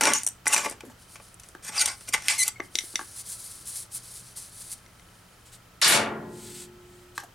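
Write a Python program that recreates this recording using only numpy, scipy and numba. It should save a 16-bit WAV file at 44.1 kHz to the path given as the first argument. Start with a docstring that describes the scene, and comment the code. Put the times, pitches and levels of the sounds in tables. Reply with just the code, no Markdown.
"""A thin steel tool pries a fastener and curved magnets from a motor shell in a plastic fan frame.
Each click is a burst of noise plus ringing modes; scrapes are rough noise through shell modes, squeals are overtones.
Magnets clack, and a thrown one crashes into a steel locker: fading noise bands and lone tones that ring on.
Dry fingers and a hand on trousers are shaped hiss. A small workshop adds echo, room tone, hum and a camera whine.
A close microphone with a fast limiter hears it all."""
import sys
import numpy as np
from scipy import signal
from scipy.fft import rfft, irfft
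from scipy.io import wavfile
from scipy.ndimage import map_coordinates
from numba import njit

SR = 44100
rng = np.random.default_rng(int(sys.argv[2]) if len(sys.argv) > 2 else 0)


def waveform_to_disk(signal):
    """Save audio, clipped to [-1, 1], as 16-bit WAV at the path in sys.argv[1]."""
    frames = np.transpose(np.atleast_2d(signal))
    scaled = np.clip(frames, -1, 1) * 32767
    samples = np.round(scaled).astype(np.int16)
    wavfile.write(sys.argv[1], SR, samples)


N = 323865
TIME = np.arange(N) / SR
THIRDS_HZ = 50 * 2 ** (np.arange(26) / 3)

# Edges of the five bands of a contact (thud, body, clank, edge, sizzle): edge_hz
BAND_EDGES_HZ = [175, 600, 1700, 3000, 7000, 13500]
# Blows, with levels before each layer's gain:
# start_s, level_db, brightness_db_per_octave, clank_db (of a square hit), contact_decay_ms
TOOL_CLICKS = [(0.035, -8, -3.5, 9, 4.4), (0.054, -12.5, -2.5, 12, 1.4), (0.072, -12.5, -5.0, 9, 2.5),
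               (0.135, -10, 1.5, 15, 1.5), (0.233, -29, 1.5, 0, 1.5), (0.246, -33, 1.5, -10.5, 1.8),
               (0.265, -17, 1, -4.5, 1.1), (0.274, -23.5, 2.0, 2, 0.76), (0.286, -35, 4.5, -10, 3.8),
               (0.474, -19, 1.5, -5, 0.61), (0.479, -20.5, 2.5, 2, 1.0), (0.532, -21, -2, -3.0, 1.6),
               (0.539, -22, 1.5, 9.0, 1.8), (0.545, -15.5, 0.5, 18, 1.7), (0.579, -25, 0, 19, 2.9),
               (0.697, -30.5, 1, -17, 3.7), (0.711, -21, -4.5, -24, 2.6), (1.342, -47.5, 3, -21, 1.8),
               (1.397, -45.5, 1.5, 9, 5.6), (1.434, -46.5, -0.5, 12.5, 11), (1.487, -35.5, -2.5, -11, 1.8),
               (1.647, -33, -1.5, -1, 4.8), (1.858, -19, 1.5, 8, 3.3), (2.008, -37.5, -4, 5, 6),
               (2.088, -25, -1, -12, 6.1), (2.431, -26, -1, -14, 3.4), (2.479, -18, 1, -7, 4.4)]
SHELL_KNOCKS = [(0.009, -11.5, 0.5, -11.5, 5.9), (0.456, -29, -0.5, -10, 15), (0.467, -21.5, -1.5, 2, 1.1),
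                (0.562, -39.5, 6, 15, 2.4), (0.646, -23, -1.0, -11.0, 4.5), (0.661, -31, -6.5, 1, 3.3),
                (0.806, -41.5, 1, -0.5, 3.0), (1.156, -39.5, 0, -4, 7.2), (1.198, -46, -5, -4, 6),
                (1.691, -33.5, -2.0, -9, 3.3), (2.138, -24.5, 2.5, 3.5, 8.1), (2.144, -24.5, -2.0, 6, 3.3),
                (2.178, -35, 0.5, -6, 2.3), (2.221, -46.5, 6, 2, 3.3), (2.283, -24.5, 9.5, 15, 4.5)]
MAGNET_CLACKS = [(2.602, -36, -10, 17, 1), (2.754, -17.5, 4, -6, 2.3), (2.787, -28, 6.5, 8.5, 2.5),
                 (2.807, -30.0, 1, -12.0, 4.7), (2.956, -15, 1, -4.5, 2.1), (4.862, -45.5, -2.5, -2.0, 1.2),
                 (4.996, -51, -2, 4, 1)]
FRAME_BUMPS = [(0.833, -50, -6.0, -17, 19), (0.85, -44.5, 1, -16, 34), (0.897, -46.5, 0.5, -4.0, 28),
               (1.549, -42.5, -1.5, 4, 4.2), (2.598, -40, -4, 3, 0.52), (2.75, -44, -3.5, -23, 9.6),
               (2.836, -45.5, -1.5, -25, 7), (2.938, -50, -3.5, -12, 2.4), (2.992, -40, -0.5, 17, 0.73),
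               (3.011, -40.5, -1, 6, 0.55), (7.178, -33.5, 2.5, 15.5, 1.3), (7.2, -49, 5.5, 10, 5.4),
               (7.235, -42.5, 2, -4.5, 9.3)]
# Strokes over rusty steel, before the layer's gain:
# start_s, end_s, level_db, brightness_db_per_octave, swell_db (from start to end)
SCRAPES = [(0.009, 0.072, -25, -3.5, 6.0), (0.066, 0.139, -24.5, -4, -6.5), (0.139, 0.224, -37.5, 0.5, -18),
           (0.487, 0.513, -36, -1.5, 8), (0.516, 0.536, -26, 1, 20), (0.558, 0.614, -29, -1.5, -10.5),
           (0.612, 0.661, -34.5, -2.5, 15), (0.677, 0.726, -44.5, -1, -1.5), (1.622, 1.687, -45, 1.5, 18),
           (1.71, 1.777, -37.0, 0.0, 20.5), (1.789, 1.817, -29.5, 2.5, 8), (1.824, 1.857, -37.5, -1, 3),
           (1.871, 1.942, -35.5, 0, -20), (2.072, 2.084, -45.5, 0.5, 15), (2.124, 2.136, -39, 2.5, 37),
           (2.162, 2.217, -55, 1, 4), (2.226, 2.277, -44, 0.5, 12), (2.295, 2.327, -32, 1.0, -7.5),
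           (2.332, 2.386, -41, 1.5, -11), (2.379, 2.437, -42, 6.5, 1), (2.435, 2.481, -40.5, 1.0, 18)]
# Stick-slip locking into a tone:
# start_s, end_s, first_pitch_hz, last_pitch_hz, level_db, slope_db_per_overtone, pitch_jitter_share
SQUEALS = [(0.142, 0.187, 5800, 6920, -28.5, -20, 0.067), (0.867, 0.901, 287, 235, -48.5, -19, 0.038),
           (1.779, 1.815, 4780, 4610, -25, -9, 0.038), (1.808, 1.82, 8800, 8600, -27, -20, .01),
           (1.816, 1.827, 6780, 6480, -28, -15, .01), (2.125, 2.13, 2400, 2330, -34, 0, 0.018),
           (2.188, 2.28, 5870, 6030, -57, -20, .012), (2.293, 2.328, 2280, 2264, -30, 0.5, 0.057),
           (2.378, 2.398, 2143, 2190, -33.5, -2, 0.0081), (2.391, 2.432, 2081, 2010, -22.5, 1, 0.011),
           (2.43, 2.438, 2210, 2330, -21, 3, 0.011), (2.558, 2.576, 2200, 2150, -47.5, -17, .01),
           (7.227, 7.25, 850, 680, -48, -14, .04)]
# What each thing rings with, before small random shifts and band balancing: pitch_hz, width_hz, level_db
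TOOL_MODES = [(5964, 196, 6.5), (6620, 110, -9), (7300, 50, -9.5), (8180, 220, 8), (8950, 120, 2),
              (9660, 190, 5.5), (10450, 71, -3), (12300, 33, -18)]
SHELL_MODES = [(865, 41, -4), (1130, 126, 2), (1487, 90, -2), (2062, 130, 4.5), (2365, 79, 0),
               (2590, 180, -3), (5010, 48, -14), (5580, 48, -24), (5650, 210, -0.5), (6590, 350, -4),
               (7600, 180, -12), (7630, 160, -7.5), (8620, 200, -4), (8690, 115, -1), (9485, 120, 2)]
MAGNET_MODES = [(2080, 100, 8.5), (3800, 140, -8.5), (5880, 180, -1.5), (6200, 220, -16), (6900, 240, -13),
                (7700, 97, -10), (8940, 75, -7)]
FRAME_MODES = [(337, 76, 0.5), (795, 19, -11.5), (885, 53, -1.5), (1174, 120, 9.5), (1610, 130, 7),
               (2086, 130, -4), (4450, 110, -11.5)]
# Usual colour of a contact on each thing: level_db in each of the five bands
TOOL_COLOUR = [-26, -18.5, -18.5, -5, 0.5]
SHELL_COLOUR = [-17, -2.5, 1.5, -3, -8.5]
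MAGNET_COLOUR = [-25.5, -12.5, -5.5, -0.5, -19]
FRAME_COLOUR = [-4, 0, -13, -12, -11]
RUST_COLOUR = [-17, -5.5, -3.5, 0, 0.5]
# Magnet and its pieces hitting the locker: start_s, level_db, emphasised_hz, emphasis_db
LOCKER_BLOWS = [(5.815, -3.5, 1300, 3), (5.824, -5, 4530, 13), (5.845, 4, 4460, 6), (5.879, 5, 11400, 11.5),
                (5.923, 2.5, 387, 8), (5.948, -8.5, 1500, -14)]
# Dense modes of the sheet steel: band_hz, level_db (per third octave), fade_by_60_db_s
LOCKER_SHEET = [(60, -80, 1.6), (113, -51, 2), (226, -53, 1.97), (480, -44.5, 1.07), (885, -37, 0.78),
                (2080, -29, 0.43), (4020, -28, 0.28), (6650, -27, 0.23), (9500, -24.5, 0.22),
                (12500, -39, 0.19), (16000, -59, 0.14)]
# Lone panel modes, before their shared gain: pitch_hz, level_db, fade_by_60_db_s
LOCKER_MODES = [(120, -54, 1.2), (165.4, -44, 1.8), (217, -32, 1.57), (278, -36, 0.8), (357.7, -42, 5.3),
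                (400, -40.5, 1.74), (588, -16.5, 0.29), (681, -20.5, 0.4), (862, -51, 2.67),
                (869, -15.5, 0.26), (1023, -45, 1.4), (1250, -53, 0.7), (1400, -36.5, 0.96),
                (1424, -43, 0.78), (1670, -51, 1.51), (1920, -40.5, 0.93)]
# Dry fingertips sliding over magnet and steel, before the gains: fastest_s, level_db, rise_s, fall_s
FINGER_SLIDES = [(1.02, -58.5, .04, 0.044), (1.13, -53, 0.049, 0.045), (1.25, -54.5, 0.048, 0.074),
                 (1.47, -60, 0.07, .08), (1.98, -51.5, 0.044, 0.11), (2.645, -55, .02, 0.029),
                 (2.8, -43.5, 0.058, 0.21), (3.02, -50, 0.07, 0.18), (3.21, -39.5, 0.07, .015),
                 (3.3, -38, 0.046, 0.058), (3.43, -41.5, 0.087, 0.18), (3.7, -37, 0.04, 0.042),
                 (3.78, -36, 0.039, 0.053), (3.962, -32.5, 0.033, .02), (4.09, -45, 0.077, 0.21),
                 (4.378, -36, 0.015, 0.027), (4.43, -46, .04, 0.065), (4.62, -44, 0.093, 0.12),
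                 (4.73, -38.5, 0.034, 0.011), (5.1, -65.5, 0.63, 0.58)]
# Hand and sleeve brushing over cloth, before the gain: fastest_s, level_db, rise_s, fall_s
CLOTH_BRUSHES = [(5.465, -54, 0.011, 0.036), (5.537, -48, 0.016, 0.027), (6.47, -46, 0.12, 0.11),
                 (6.615, -43, 0.096, 0.038), (6.96, -62.5, 0.14, .13), (7.165, -49, 0.013, 0.012)]
# Relative spectra of the two finger hisses, the cloth and the room: pitch_hz, level_db (per Hz)
SKIN_HIGH = [(4000, -28.5), (6500, -11), (8000, -4.5), (9700, 1), (11500, -10), (13500, -16), (16000, -23)]
SKIN_LOW = [(300, -33), (1000, -9), (2800, -8.5), (4500, 3), (6500, 0.5), (8500, -19), (12000, -39)]
CLOTH_TONE = [(880, -46), (1500, -6), (1540, -21.5), (1670, -13), (2230, -11), (4210, -6), (5780, -8.5),
              (8250, -1), (15000, -19)]
FLOOR_TONE = [(12, -50), (20, -8), (86, -4.5), (116, -6), (150, -14.5), (177, -4.5), (210, -14),
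              (377, -16.5), (1120, -19), (1330, -17), (2260, -23), (2460, -22), (3070, -26), (4060, -26.5),
              (16000, -34)]
# Workshop echo, before the wet gain: band_hz, level_db (per third octave), fade_by_60_db_s
ROOM = [(150, -26, 0.44), (504, -26.5, 0.11), (1520, -24, 0.22), (4050, -30, 0.19), (8050, -28.5, 0.19),
        (14000, -57, 0.29)]
# Wavering hum: pitch_hz, level_db (middle of its waver)
HUM = [(116, -60.5), (1310, -69)]


def tool_clicks():
    """The thin steel tool rings high and briefly when it hits."""
    return blows(TOOL_CLICKS, TOOL_MODES, TOOL_COLOUR,
                 attack_s=0.00059, ring_db=-5.5, tail_db=-32, tail_s=0.031, gain_db=-6)


def shell_knocks():
    """The motor shell rings lower, with a longer faint rattle."""
    return blows(SHELL_KNOCKS, SHELL_MODES, SHELL_COLOUR,
                 attack_s=0.00068, ring_db=-4, tail_db=-29.5, tail_s=0.13, gain_db=-4)


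def scrapes(slip_rate, spread_db, ring_db, edge_s, fade_s, gain_db):
    """Irregular slips of the tool over rust drive the modes of the shell, which wander as the tip moves."""
    out = np.zeros(N)
    for start, end, level_db, brightness_db, swell_db in SCRAPES:
        length = max(end - start, edge_s)
        t = TIME[:int((length + .06) * SR)]
        onset = np.minimum(t / edge_s, 1)
        swell = amp(swell_db * np.minimum(t / length, 1))
        release = np.exp(-np.maximum(t - length, 0) / fade_s)
        slips = grit(slip_rate, spread_db, size=SR // 2)[:len(t)] * onset * swell * release
        body = signal.fftconvolve(slips, ring(SHELL_MODES))[:len(t)]
        # Reading the ring slightly early or late makes its pitch wander
        drift_s = np.cumsum(.015 * walk(50, size=SR // 2)[:len(t)]) / SR
        body = map_coordinates(body, [(t + drift_s) * SR], order=3)
        scrape = unit(slips) + amp(ring_db) * unit(body)
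        add(out, start, weigh(scrape, RUST_COLOUR, level_db, brightness_db, 0, size=int(length * SR)))
    return out * amp(gain_db)


def squeals(flutter_db, rough_jitter, edge_s):
    """The slips turn periodic: a stack of overtones whose level flutters more when the pitch is rougher."""
    out = np.zeros(N)
    for start, end, first_hz, last_hz, level_db, slope_db, jitter in SQUEALS:
        t = TIME[:int(max(end - start, edge_s) * SR)]
        waver, flutter = (walk(rate, size=SR // 4)[:len(t)] for rate in (900, 400))
        hz = np.linspace(first_hz, last_hz, len(t)) * (1 + jitter * waver)
        phase = 2 * np.pi * np.cumsum(hz) / SR
        tone = sum(amp(slope_db * k) * np.sin(k * phase + k * k)
                   for k in range(1, 6) if k * first_hz < 11000)
        roughness = min(abs(jitter) / rough_jitter, 1)
        edges = np.minimum(np.minimum(t, t[::-1]) / edge_s, 1)
        add(out, start, amp(level_db) * unit(tone * amp(flutter_db * roughness * flutter) * edges))
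    return out


def magnet_clacks():
    """The magnets ring clearly after a very sharp contact."""
    return blows(MAGNET_CLACKS, MAGNET_MODES, MAGNET_COLOUR,
                 attack_s=.00015, ring_db=0.5, tail_db=-26, tail_s=0.022, gain_db=-5.5)


def locker(side_db, pan_db, build_cycles, emphasis_octaves, modes_db, ring_start, ring_end, end_s):
    """Blows set the thin panels shimmering; low bands build slowly, and lone panel modes ring on."""
    t = TIME[:2 * SR]
    start = LOCKER_BLOWS[0][0]
    crash = np.zeros((2, len(t)))
    for hz, noise in zip(THIRDS_HZ, diffuse(len(t))):
        sheet_db, t60 = at_hz(hz, LOCKER_SHEET)
        power = np.zeros(len(t))
        for s, blow_db, peak_hz, peak_db in LOCKER_BLOWS:
            age = np.maximum(t - (s - start), 0)
            emphasis_db = peak_db * np.exp(-(np.log2(hz / peak_hz) / emphasis_octaves) ** 2)
            build = 1 - np.exp(-age * hz / build_cycles)
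            power += (amp(sheet_db + blow_db + emphasis_db - 60 * age / t60) * build) ** 2
        # Each group of modes beats on its own
        crash += noise * np.sqrt(power) * amp(0.82 * walk(150, size=len(t)))
    crash *= amp(0.26 * walk(450, size=len(t)))  # the loose door chatters
    panels = sum(amp(db + modes_db - 60 * t / t60) * np.sin(2 * np.pi * (hz * t + rng.random((2, 1))))
                 for hz, db, t60 in LOCKER_MODES)
    out = np.zeros((2, N))
    add(out, start, crash)
    add(out, ring_start, panels * (1 - np.exp(-t / 0.08)))
    out = out * np.exp(-np.maximum(TIME - ring_end, 0) / end_s)  # the last of the ring dies away quickly
    # Left and right differ mainly between the bass and the top
    mid, side = out[0], amp(side_db) * band(out[1], 490, 9200)
    return place(np.array([mid + side, mid - side]), pan_db)


def fingers(high_db, low_db):
    """Fine-grained hiss of dry fingertips sliding on the parts; louder slides are brighter."""
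    high = colour(grit(830, 1.6), SKIN_HIGH)
    low = colour(grit(700, 1.7), SKIN_LOW)
    gain = strokes(FINGER_SLIDES)
    # Above this level the lower hiss grows only 0.69 dB per dB of the upper one
    even = amp(-57)
    lower_gain = np.minimum(gain, even * (gain / even) ** 0.69)
    hiss = amp(high_db) * gain * high + amp(low_db) * lower_gain * low
    return hiss * amp(1.37 * walk(60))


def cloth(gain_db):
    """Soft swishes of hand and sleeve on trousers: shaped noise that swells and fades."""
    return amp(gain_db) * strokes(CLOTH_BRUSHES) * colour(grit(240, 0.86), CLOTH_TONE)


def frame_bumps():
    """The plastic frame answers a touch with low, damped modes."""
    return blows(FRAME_BUMPS, FRAME_MODES, FRAME_COLOUR,
                 attack_s=0.00045, ring_db=-4.5, tail_db=-20.5, tail_s=0.028, gain_db=-2.5)


def workshop(x, wet_db, side_db, gap_s):
    """Short diffuse echo of floor, walls and shelves: noise bands that fade at their own speeds."""
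    t = TIME[:SR // 2]
    response = 0
    for hz, noise in zip(THIRDS_HZ, diffuse(len(t))):
        level_db, t60 = at_hz(hz, ROOM)
        tail = noise * amp(-60 * t / t60) * np.clip(t / gap_s - 1, 0, 1)
        # The last factor makes up for the greater width of higher bands
        response = response + amp(level_db) * unit(tail) / np.sqrt(len(t)) * np.sqrt(hz / 1000)
    echo = signal.fftconvolve(x[None], response, axes=1)[:, :N]
    mid, side = echo * amp([[wet_db], [wet_db + side_db]])
    return np.array([mid + side, mid - side])


def camera_whine(hz, peak_db, pip_s):
    """The camera gives off a faint, uneven pip once every picture."""
    pictures_per_s = 29.97
    offset = ((TIME - 5.757) * pictures_per_s + .5) % 1 - .5  # in pictures, from the nearest pip
    pips = np.exp(-(offset / pictures_per_s / pip_s) ** 2) * amp(peak_db + 2 * walk(30))
    return pips * np.sin(2 * np.pi * hz * TIME + walk(200))


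def room_tone(floor_db, side_db):
    """Rumble and hiss from shaped noise, and a hum that wavers in level and phase."""
    mid, side = (colour(rng.standard_normal(N), FLOOR_TONE) for _ in range(2))
    side = amp(side_db) * band(side, 270, 9900)
    hum = sum(amp(db + 1.8 * walk(5.0)) * np.sin(2 * np.pi * hz * TIME + 2.3 * walk(8.9)) for hz, db in HUM)
    return amp(floor_db) * np.array([mid + side, mid - side]) + hum


def blows(table, modes, tone_db, attack_s, ring_db, tail_db, tail_s, gain_db):
    """Each blow is a brief crack, the modes of the struck body and a faint rattle of what touches it."""
    out = np.zeros(N)
    for start, level_db, brightness_db, clank_db, contact_ms in table:
        body = ring(modes)
        t = TIME[:len(body)]
        envelope = np.exp(-1000 * t / contact_ms) + amp(tail_db) * np.exp(-t / tail_s)
        noise = envelope * rng.standard_normal(len(t))
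        hit = (noise + amp(ring_db) * body) * (1 - np.exp(-t / attack_s))
        add(out, start, weigh(hit, tone_db, level_db, brightness_db, clank_db, size=265))
    return out * amp(gain_db)


def ring(modes, size=6000):
    """Free decay of a struck body; contact point and grip change each mode's strength and shift it a little."""
    shift, spread_db = .01, 3
    t = TIME[:size]
    out = 0
    for hz, width, db in modes:
        detune, phase, strength = rng.standard_normal(3)
        decay = np.exp(-np.pi * abs(width) * t)
        tone = np.sin(2 * np.pi * (hz * (1 + shift * detune) * t + phase))
        out = out + amp(db + spread_db * strength) * decay * tone
    return out


def weigh(x, tone_db, level_db, brightness_db, clank_db, size):
    """Set a contact's level and colour by its first samples: hardness tilts it, a square hit adds clank."""
    # A contact of finite length holds little top
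    x = signal.sosfilt(signal.butter(2, 12500, fs=SR, output="sos"), x)
    pivot_hz, clank_hz, clank_octaves = 2000, 2200, 2.23
    out = 0
    for lo, hi, db in zip(BAND_EDGES_HZ, BAND_EDGES_HZ[1:], tone_db):
        part, hz = band(x, lo, hi), np.sqrt(lo * hi)
        tilt = brightness_db * np.log2(hz / pivot_hz)
        clank = clank_db * max(1 - abs(np.log2(hz / clank_hz)) / clank_octaves, 0)
        out = out + part * amp(level_db + db + tilt + clank) / np.std(part[:size])
    return out


def strokes(table):
    """Level of rubbing movements: each speeds up to a peak and slows down again along a bell curve."""
    power = 1e-18
    for peak_s, level_db, rise_s, fall_s in table:
        width_s = np.where(TIME < peak_s, rise_s, fall_s)
        power = power + amp(level_db) ** 2 * np.exp(-((TIME - peak_s) / width_s) ** 2 * 2)
    return np.sqrt(power)


def walk(rate, size=N):
    """Smooth chance with a spread near 1, taking a new random value rate times a second."""
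    points = rng.standard_normal(size)
    return np.interp(np.arange(size) / SR * rate, np.arange(size), points) * np.sqrt(1.5)


def grit(rate, spread_db, size=N):
    """Noise broken up by tiny bumps of uneven size."""
    return unit(rng.standard_normal(size) * amp(spread_db * walk(rate, size)))


def diffuse(size):
    """Third-octave bands of noise, each with rms 1, different left and right: bands x 2 x samples."""
    noise = rng.standard_normal((2, size))
    return np.array([unit(band(noise, hz / 2 ** (1 / 6), hz * 2 ** (1 / 6))) for hz in THIRDS_HZ])


def colour(x, spectrum):
    """Give a signal a spectrum; rms 1."""
    gain_db = at_hz(np.fft.rfftfreq(N, 1 / SR), spectrum)[0]
    return unit(irfft(rfft(x) * amp(gain_db), N))


def at_hz(hz, table):
    """Read the columns of a table on a log-frequency axis."""
    points, *columns = np.transpose(table)
    return [np.interp(np.log(hz + 1e-9), np.log(points), c) for c in columns]


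def band(x, lo_hz, hi_hz):
    """Keep only the sound between two frequencies."""
    return signal.sosfilt(signal.butter(4, [lo_hz, min(hi_hz, SR / 2 - 1)], "band", fs=SR, output="sos"), x)


def amp(db):
    """Decibels to gain."""
    return 10 ** (np.asarray(db) / 20)


def unit(x):
    """Scale to rms 1."""
    return x / np.sqrt(np.mean(x ** 2) + 1e-20)


def add(track, start, sound):
    """Mix a sound into a track at a time in seconds."""
    i = max(int(start * SR), 0)
    track[..., i:i + sound.shape[-1]] += sound[..., :N - i]


def place(x, pan_db):
    """Set a sound between left and right by their level difference; above zero is left."""
    return x * amp(np.array([[pan_db], [-pan_db]]) / 2)


def scene():
    """Handwork near the centre and magnets to the left, both with echo; then the locker and background."""
    work = tool_clicks() + shell_knocks() + frame_bumps()
    work += scrapes(slip_rate=469, spread_db=1.5, ring_db=6.5, edge_s=0.0029, fade_s=0.0099, gain_db=-2.5)
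    work += squeals(flutter_db=2.5, rough_jitter=.035, edge_s=0.0013)
    work += fingers(high_db=0.5, low_db=-3.5) + cloth(gain_db=0.5)
    magnets = magnet_clacks()
    mix = place(work, pan_db=0.9) + place(magnets, pan_db=4)
    mix += locker(side_db=-7.5, pan_db=1.0, build_cycles=1.5, emphasis_octaves=0.36, modes_db=2.5,
                  ring_start=5.92, ring_end=7.17, end_s=0.075)
    mix += workshop(work + magnets, wet_db=-5.0, side_db=-4.5, gap_s=0.00091)
    mix += camera_whine(hz=3110, peak_db=-60, pip_s=0.0037)
    return mix + room_tone(floor_db=-55, side_db=-5.0)


@njit
def follow(x, attack, release):
    """Envelope that rises fast and falls more slowly."""
    out, e = np.empty(len(x)), 0.
    for i in range(len(x)):
        e += (x[i] - e) * (attack if x[i] > e else release)
        out[i] = e
    return out


def record(dry):
    """A fast limiter holds the loud blows down, the peaks are rounded and the top is cut."""
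    ceiling, attack_s, release_s, top_hz = 0.29, 0.00014, 0.0069, 15900
    attack, release = (1 - np.exp(-1 / (s * SR)) for s in (attack_s, release_s))
    envelope = follow(np.abs(dry).max(axis=0), attack, release)
    held = np.tanh(dry * ceiling / np.maximum(envelope, ceiling))
    return signal.sosfilt(signal.ellip(8, .2, 70, top_hz, fs=SR, output="sos"), held)


dry = scene()
out = record(dry)
waveform_to_disk(out)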